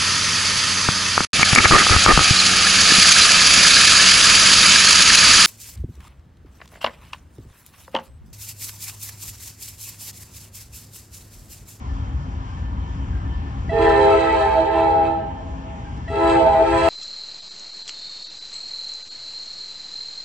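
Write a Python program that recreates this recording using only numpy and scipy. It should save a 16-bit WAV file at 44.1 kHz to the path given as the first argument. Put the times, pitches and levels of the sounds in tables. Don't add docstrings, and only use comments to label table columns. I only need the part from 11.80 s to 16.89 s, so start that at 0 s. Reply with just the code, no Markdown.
import sys
import numpy as np
from scipy import signal
from scipy.fft import next_fast_len
from scipy.io import wavfile
from scipy.ndimage import uniform_filter1d

SR = 44100
rng = np.random.default_rng(int(sys.argv[2]) if len(sys.argv) > 2 else 0)


def wrap_up_sound(samples):
    columns = np.atleast_2d(samples).T
    tamed = np.clip(columns, -1, 1)
    steps = np.round(tamed * 32767).astype(np.int16)
    wavfile.write(sys.argv[1], SR, steps)


N = 224414
STEP = 16


def from_db(db):
    return 10 ** (np.asarray(db) / 20)


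def rms_one(x):
    return x / np.sqrt(np.mean(np.abs(x) ** 2) + 1e-20)


def in_time(rows, t):
    s, *columns = np.transpose(rows)
    return [np.interp(t, s, column) for column in columns]


def at_hz(points, hz):
    curve_hz, values = np.array(points).T
    return np.interp(np.log(hz), np.log(curve_hz), values)


def filtered(x, order, hz, kind="low"):
    return signal.sosfilt(signal.butter(order, hz, kind, fs=SR, output="sos"), x)


def wander(rate_hz, size, channels=1):
    run_in = 1000
    r = np.exp(-2 * np.pi * STEP * rate_hz / SR)
    shape = (channels, size + run_in)
    white = rng.standard_normal(shape) + 1j * rng.standard_normal(shape)
    return rms_one(signal.lfilter([1], [1, -2 * r, r * r], white)[:, run_in:])


def spread(slow, size):
    return np.array([np.interp(np.arange(size) / STEP, np.arange(len(row)), row) for row in slow])


def wander_full(rate_hz, channels=1):
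    return spread(wander(rate_hz, N // STEP + 1, channels), N)


# (relative, per Hz)
RUMBLE = [(20, -36), (40, -11), (69, -3.5), (110, -13), (241, -22), (444, -37), (650, -35), (954, -30.5),
          (1360, -38.5), (2000, -43), (3150, -47.5), (3450, -55), (6120, -51.5), (9000, -79), (11000, -99)]
# pitch_hz, likeness (1 = same in both ears)
LIKENESS = [(60, 1), (170, 1), (500, 0.97), (1400, 0.51), (4000, 0.35), (9000, 0.84)]
# pitch_hz, width_hz, level_db (over the rumble, before the bass shelf)
HUMS = [(60, 9.0, -6), (269, 6.0, -13), (802, 10.0, -24.5), (920, 15.0, -23), (985, 18.0, -21.5),
        (1060, 15.0, -25), (3068, 18.0, -33.5), (3200, 60.0, -36)]
BASS_BELOW_HZ, TREBLE_ABOVE_HZ = 110, 5000
HUM_PATCHY_DB = 4
RUMBLE_PAN_DB = 1.9


def engine(bass_db, treble_db, patchy_db):
    out = 0
    edges = 22 * 2 ** np.arange(0, 9.2, 1 / 3)
    white = rng.standard_normal((2, 2, N))
    for k, (low, high) in enumerate(zip(edges, edges[1:])):
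        mid, side = filtered(white[k % 2], 2, [low, high], "band")
        hz = np.sqrt(low * high)
        alike = np.clip(at_hz(LIKENESS, hz), 0, 1)
        flicker_db = patchy_db * wander_full(4.1)[0].real
        gain = from_db(at_hz(RUMBLE, hz) + treble_db * (hz > TREBLE_ABOVE_HZ) + flicker_db)
        out = out + gain * (np.sqrt(1 + alike) * mid + np.sqrt(1 - alike) * side * [[1], [-1]])
    out = rms_one(out)
    t = np.arange(N) / SR
    for hz, width_hz, db in HUMS:
        patches = from_db(HUM_PATCHY_DB * (hz > 500) * wander(3.0, N // STEP + 1).real)
        waver = spread(patches * wander(width_hz, N // STEP + 1), N)
        out = out + from_db(db) * np.real(waver * np.exp(2j * np.pi * hz * t))
    bass_filter = signal.butter(2, BASS_BELOW_HZ, fs=SR, output="sos")
    bass = signal.sosfiltfilt(bass_filter, out)
    shelved = out + (from_db(bass_db) - 1) * bass
    return shelved * from_db([[RUMBLE_PAN_DB / 2], [-RUMBLE_PAN_DB / 2]])


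STROKE_S = .002


def ring(s, hz, db, t60):
    since = np.maximum(np.arange(N) / SR - s, 0)
    return from_db(db - 60 * since / t60) * (1 - np.exp(-since / STROKE_S)) * np.sin(2 * np.pi * hz * since)


# [pitch_hz, level_db (over the rumble), t60_s]
GONGS = [(.65, .68, [(1575, -24, 1.2), (1612, -21, .4), (2907, -31, 1.5)]), (.09, .68, [(1760, -26, 3.0),
         (1769, -27, 3.0)])]
GONG_WAVER, GONG_WAVER_HZ = .55, 14.0


def gongs():
    out = 0
    for first_s, period_s, modes in GONGS:
        strokes = 0
        for s in np.arange(first_s, N / SR, period_s):
            for hz, db, t60 in modes:
                strokes = strokes + ring(s, hz, db + rng.normal(0, 2.3), t60)
        out = out + (1 + GONG_WAVER * wander_full(GONG_WAVER_HZ)[0].real) * strokes
    return out


# open_s, shut_s, gone_s
BLASTS = [(1.88, 3.3, 3.55), (4.27, 5.2, 5.2)]
# time_s, pitch_hz
PITCH = [
    [(1.88, 414), (1.96, 412.5), (2.15, 407.6), (2.35, 407.8), (2.7, 401.1), (2.95, 407.3), (3.2, 407.5),
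     (3.4, 404.5)],
    [(4.27, 416), (4.34, 410.4), (4.55, 409), (4.77, 404.7), (4.9, 410.3), (5.09, 409.5)],
]
# time_s, level_db
BLARE = [
    [(1.9, -36), (1.97, -35), (2.036, -28), (2.506, -28.5), (2.64, -29), (2.9, -36), (2.988, -31),
     (3.214, -40), (3.274, -34.5), (3.3, -40.5)],
    [(4.28, -34.5), (4.36, -31), (4.516, -23.5), (4.65, -31), (4.74, -29.5), (4.81, -32), (4.97, -24),
     (5.06, -22.5)],
]
# pitch_hz, level_db (over the blare)
FLARE = [(600, -5.5), (1000, -12.5), (1200, -19.5), (1330, -19), (1560, -21), (1830, -25), (2050, -25),
         (2650, -26), (2850, -32), (3200, -30), (3600, -37.5), (4000, -32), (4900, -46), (5600, -56),
         (8100, -50.5), (9100, -60), (9800, -90.5), (10600, -56.5), (12000, -59.5)]
# pitch_hz, level_db (against the sound from ahead)
SIDEWAYS = [(330, -11), (500, -6), (1000, -4), (3600, -4), (6000, 3), (8200, -8), (9200, -4)]
BRIGHTER_DB = [2.1, 4.5]
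TREBLE_SWING, BLARE_MEAN_DB = 0.58, -30.5
FADING_DB, FADING_HZ = 4, 5.0
BITE_DB, BITE_S, BITE_ABOVE = 5.5, .1, 1.5
SCATTER_DB, SCATTER_TOP_DB, STRONG_ECHO_DB = -5, -1.0, -6
SCATTER_SPREAD, SCATTER_FLAT = 0.009, .004
ECHOES_GATHER_S = 0.045
SIDEWAYS_HZ, SIDEWAYS_EVEN_S = 3.0, .25
SWELL_DB, SWELL_S, RELEASE_DB_PER_S = 6, 0.025, 95


def bell(rows, orders, ratio, pan_db, speaks_s, brass_db, blast):
    open_s, shut_s, gone_s = BLASTS[blast]
    first = round(open_s * SR)
    t = np.arange(first, min(round(gone_s * SR), N)) / SR
    hz = ratio * in_time(PITCH[blast], t)[0]
    phase = 2 * np.pi * np.cumsum(hz) / SR
    mean_hz = np.mean(hz)
    slow_t = t[::STEP]
    slow_since = np.maximum(slow_t - speaks_s, 0)
    blare_db = in_time(BLARE[blast], slow_t)[0]
    strongest_db = in_time(rows, slow_t)
    gathered = 1 - np.exp(-slow_since / ECHOES_GATHER_S)
    out = np.zeros((2, len(t)))
    for k in range(1, int(11900 / mean_hz) + 1):
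        partial_hz = k * mean_hz
        if k in orders:
            db = strongest_db[orders.index(k)]
        else:
            height = np.clip(np.log2(partial_hz / 4000), 0, 1)
            top_db = BRIGHTER_DB[blast] + TREBLE_SWING * (blare_db - BLARE_MEAN_DB)
            db = blare_db + at_hz(FLARE, partial_hz) + brass_db + height * top_db
            db = db + gathered * FADING_DB * wander(FADING_HZ, len(slow_t))[0].real
            db = db + BITE_DB * (ratio > BITE_ABOVE) * np.exp(-slow_since / BITE_S)

        echo_db = min(SCATTER_DB + 10.9 * np.log2(partial_hz / 500), SCATTER_TOP_DB)
        echo_db += STRONG_ECHO_DB * (k in orders and partial_hz < 1500)
        echo = gathered * from_db(echo_db)
        mid, side = wander(SCATTER_SPREAD * partial_hz, len(slow_t), channels=2)
        flat = np.exp(-1j * k * SCATTER_FLAT * phase[::STEP])
        ahead = from_db(db) * (1 + echo * mid * flat) / np.hypot(1, echo)

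        even = np.sqrt(uniform_filter1d(from_db(2 * db), round(SIDEWAYS_EVEN_S * SR / STEP)))
        side_level = gathered * even * from_db(at_hz(SIDEWAYS, partial_hz))
        drift = wander(SIDEWAYS_HZ, len(slow_t))[0]
        sideways = side_level * (drift + echo * side * flat) / np.hypot(1, echo)
        paths = np.sqrt(2) * (ahead + sideways * np.array([[1], [-1]]))
        out += np.real(spread(paths, len(t)) * np.exp(1j * k * phase + 1.1j * k ** 2))
    since = np.maximum(t - speaks_s, 0)
    air_db = -SWELL_DB * np.exp(-since / SWELL_S) - RELEASE_DB_PER_S * np.maximum(t - shut_s, 0)
    gate = from_db(air_db) * np.clip(since / 0.0011, 0, 1) * np.clip((gone_s - t) / 0.027, 0, 1)
    whole = np.zeros((2, N))
    whole[:, first:first + len(t)] = out * gate * from_db([[pan_db / 2], [-pan_db / 2]])
    return whole


# time_s, harmonic_1_db, harmonic_3_db
BELL_LOW = [
    [(2.02, -22, -28), (2.28, -30.5, -29), (2.568, -26, -36.5), (2.628, -36.5, -34.5), (2.714, -50, -57),
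     (2.814, -26, -32), (2.886, -43, -37.5), (2.91, -34.5, -60), (2.954, -24, -29.5), (3.042, -26, -30.5),
     (3.142, -34, -62), (3.242, -31.5, -32), (3.3, -29, -49)],
    [(4.39, -26.5, -40.5), (4.422, -21, -25), (4.52, -21.5, -28), (4.572, -18.5, -50), (4.62, -25, -37),
     (4.738, -53, -32), (4.766, -39.5, -41), (4.818, -25, -40.5), (4.852, -35, -47), (4.894, -23, -34),
     (4.938, -22.5, -33), (4.998, -25.5, -25), (5.07, -25.5, -31)],
]
# time_s, harmonic_1_db, harmonic_2_db
BELL_THIRD = [
    [(1.95, -25, -28.5), (2.046, -22, -21.5), (2.318, -18.5, -20), (2.374, -16.5, -42.5),
     (2.438, -34, -19.5), (2.494, -42, -33.5), (2.66, -23.5, -20), (2.708, -34.5, -32.5), (2.768, -43, -23),
     (2.828, -39, -34.5), (2.886, -28, -20), (2.934, -34.5, -44.5), (2.956, -29, -24.5), (3.224, -31, -19),
     (3.3, -42, -25), (3.43, -32, -18)],
    [(4.33, -30, -33.5), (4.354, -24, -32.5), (4.576, -27, -17), (4.638, -33.5, -32.5), (4.718, -32.5, -21),
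     (4.776, -35, -17.5), (4.82, -22.5, -28.5), (4.848, -34, -25), (4.876, -26.5, -41), (4.898, -27, -28.5),
     (4.922, -27, -24), (4.974, -26, -24), (5.008, -30, -28), (5.07, -27, -25)],
]
# time_s, harmonic_1_db, harmonic_2_db, harmonic_4_db
BELL_FOURTH = [
    [(1.96, -19.5, -33.5, -32), (2.09, -19, -31, -31), (2.194, -35.5, -28, -30.5), (2.34, -26, -20.5, -42),
     (2.4, -28.5, -28, -54), (2.444, -28, -35.5, -37), (2.546, -27.5, -19.5, -44), (2.602, -49, -45.5, -37),
     (2.654, -33.5, -22, -34.5), (2.788, -35, -23, -51), (2.992, -32.5, -28.5, -34.5),
     (3.094, -27, -23.5, -56), (3.3, -38.5, -31.5, -46)],
    [(4.34, -31, -34, -51.5), (4.392, -36, -30, -51), (4.512, -34, -28.5, -36), (4.598, -28, -27, -48.5),
     (4.628, -26, -25, -55), (4.666, -32.5, -19.5, -51), (4.716, -35.5, -26, -54), (4.778, -43, -19.5, -45),
     (4.828, -25.5, -24, -51), (4.846, -33, -33, -49), (4.884, -49, -22, -41), (5.02, -39, -33.5, -37),
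     (5.07, -37, -29, -37)],
]
# time_s, harmonic_1_db
BELL_SIXTH = [
    [(1.99, -44), (2.084, -34), (2.142, -40), (2.194, -24), (2.598, -34), (2.62, -43.5), (2.77, -33),
     (3.066, -41), (3.098, -31.5), (3.3, -39.5)],
    [(4.36, -37.5), (4.404, -33.5), (4.456, -38), (4.482, -35), (4.6, -27), (4.65, -28), (4.678, -32),
     (4.908, -34), (4.942, -31), (5.07, -28)],
]
# time_s, harmonic_1_db, harmonic_2_db
BELL_OCTAVE = [
    [(1.91, -24.5, -49.5), (2.044, -20.5, -34), (2.16, -20.5, -52), (2.296, -23, -28.5), (2.35, -16, -24.5),
     (2.386, -24.5, -39.5), (2.498, -30.5, -29), (2.528, -38.5, -48.5), (2.622, -14.5, -34),
     (2.698, -46, -45), (2.796, -14.5, -46.5), (2.838, -25.5, -61), (2.866, -39.5, -45), (2.946, -23, -42),
     (3.292, -24, -40.5)],
    [(4.3, -33, -46), (4.332, -31, -34.5), (4.524, -23.5, -29), (4.57, -44.5, -42), (4.614, -16.5, -36),
     (4.646, -24.5, -50), (4.674, -13, -43), (4.702, -17, -41.5), (4.73, -34, -44), (4.754, -17, -48),
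     (4.782, -18, -41.5), (4.812, -14, -41), (4.864, -24, -37.5), (4.962, -27, -30.5), (4.984, -33, -37.5),
     (5.07, -24.5, -25)],
]
# [start_s, overtones_db (over the blare)]
HORN = [(BELL_LOW, (1, 3), .8135, 1, [(1.99, 6.5), (4.365, 4)]), (BELL_THIRD, (1, 2),
        .999, -0.82, [(1.915, 6.5), (4.30, 4.5)]), (BELL_FOURTH, (1, 2, 4), 1.096, -2.4, [(1.93, 7),
        (4.315, 3)]), (BELL_SIXTH, (1,), 1.273, -5.5, [(1.96, 4.5), (4.335, -0.5)]), (BELL_OCTAVE, (1, 2),
        1.607, -0.077, [(1.894, 10), (4.279, 8)])]
# start_s, pitch_hz, t60_s, level_db
PUFFS = [(1.892, 1954, 0.092, -26), (4.279, 1917, 0.08, -28.5)]
FLUTTER_DB, FLUTTER_HZ, FLUTTER_ABOVE_HZ = -8, 110, 1400


def horn():
    chord = 0
    for curves, orders, ratio, pan_db, blown in HORN:
        for blast in range(2):
            chord = chord + bell(curves[blast], orders, ratio, pan_db, *blown[blast], blast=blast)
    rough = filtered(chord * wander_full(FLUTTER_HZ).real, 4, FLUTTER_ABOVE_HZ, "high")
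    puffs = sum(ring(s, hz, db, t60) for s, hz, t60, db in PUFFS)
    return chord + from_db(FLUTTER_DB) * rough + puffs


YARD_DB, YARD_T60_S, YARD_CUT_HZ = -23.5, 3.0, 1800
YARD_WAVER_HZ, YARD_WAVER_RAD = 9.0, 2.1


def yard(x):
    t = np.arange(2 * SR) / SR
    tail = rng.standard_normal((2, len(t))) * from_db(-60 * t / YARD_T60_S) * np.clip(t / 0.061, 0, 1)
    tail = filtered(tail, 1, YARD_CUT_HZ)
    tail = tail / np.sqrt(np.sum(tail ** 2, axis=1, keepdims=True))
    wet = signal.fftconvolve(x, tail, axes=1)
    analytic = signal.hilbert(wet, next_fast_len(N + len(t)))[:, :N]
    waver = np.exp(1j * YARD_WAVER_RAD * wander_full(YARD_WAVER_HZ, channels=2).real)
    return from_db(YARD_DB) * np.real(waver * analytic)


# start_s, length_s, level_db (before its fade in and out)
RUSTLE = (4.157, 0.03, -56)


def rustle():
    s, length_s, db = RUSTLE
    inside = np.clip((np.arange(N) / SR - s) / length_s, 0, 1)
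    hiss = filtered(rng.standard_normal((2, N)), 2, [2200, 6000], "band")
    return from_db(db) * rms_one(hiss) * np.sin(np.pi * inside)


# time_s, level_db, bass_db (over level), treble_db (lift before levelling)
ENGINE = [(0.05, -28.5, 3, 0), (0.54, -29, 2.5, 0), (1.2, -27.5, 2.5, -2), (2.08, -27.5, 2.5, -2),
          (2.42, -33, 0.5, 5), (3.4, -30, -4, -5.5), (4.1, -28.5, -1, -0.5), (5.05, -30, -1, 4)]
LEFT_LAG_S = 0.0003765


def scene():
    t = np.arange(N) / SR
    level_db, bass_db, treble_db = in_time(ENGINE, t)
    background = from_db(level_db)
    blasts = horn()
    left, right = background * engine(bass_db, treble_db, patchy_db=2.2)
    rumble = np.array([np.interp(t - LEFT_LAG_S, t, left), right])
    return blasts + yard(blasts) + rustle() + rumble + background * gongs()


MIC_CUT_HZ, CUTOFF_HZ = 38, 12100
MIC_BEND, MIC_TOP = 0.29, 1.6


def record(dry):
    thin = filtered(dry + MIC_BEND * dry ** 2, 3, MIC_CUT_HZ, "high")
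    bent = MIC_TOP * np.tanh(thin / MIC_TOP)
    return signal.sosfilt(signal.cheby2(12, 70, CUTOFF_HZ, fs=SR, output="sos"), bent)


dry = scene()
out = record(dry)
wrap_up_sound(out)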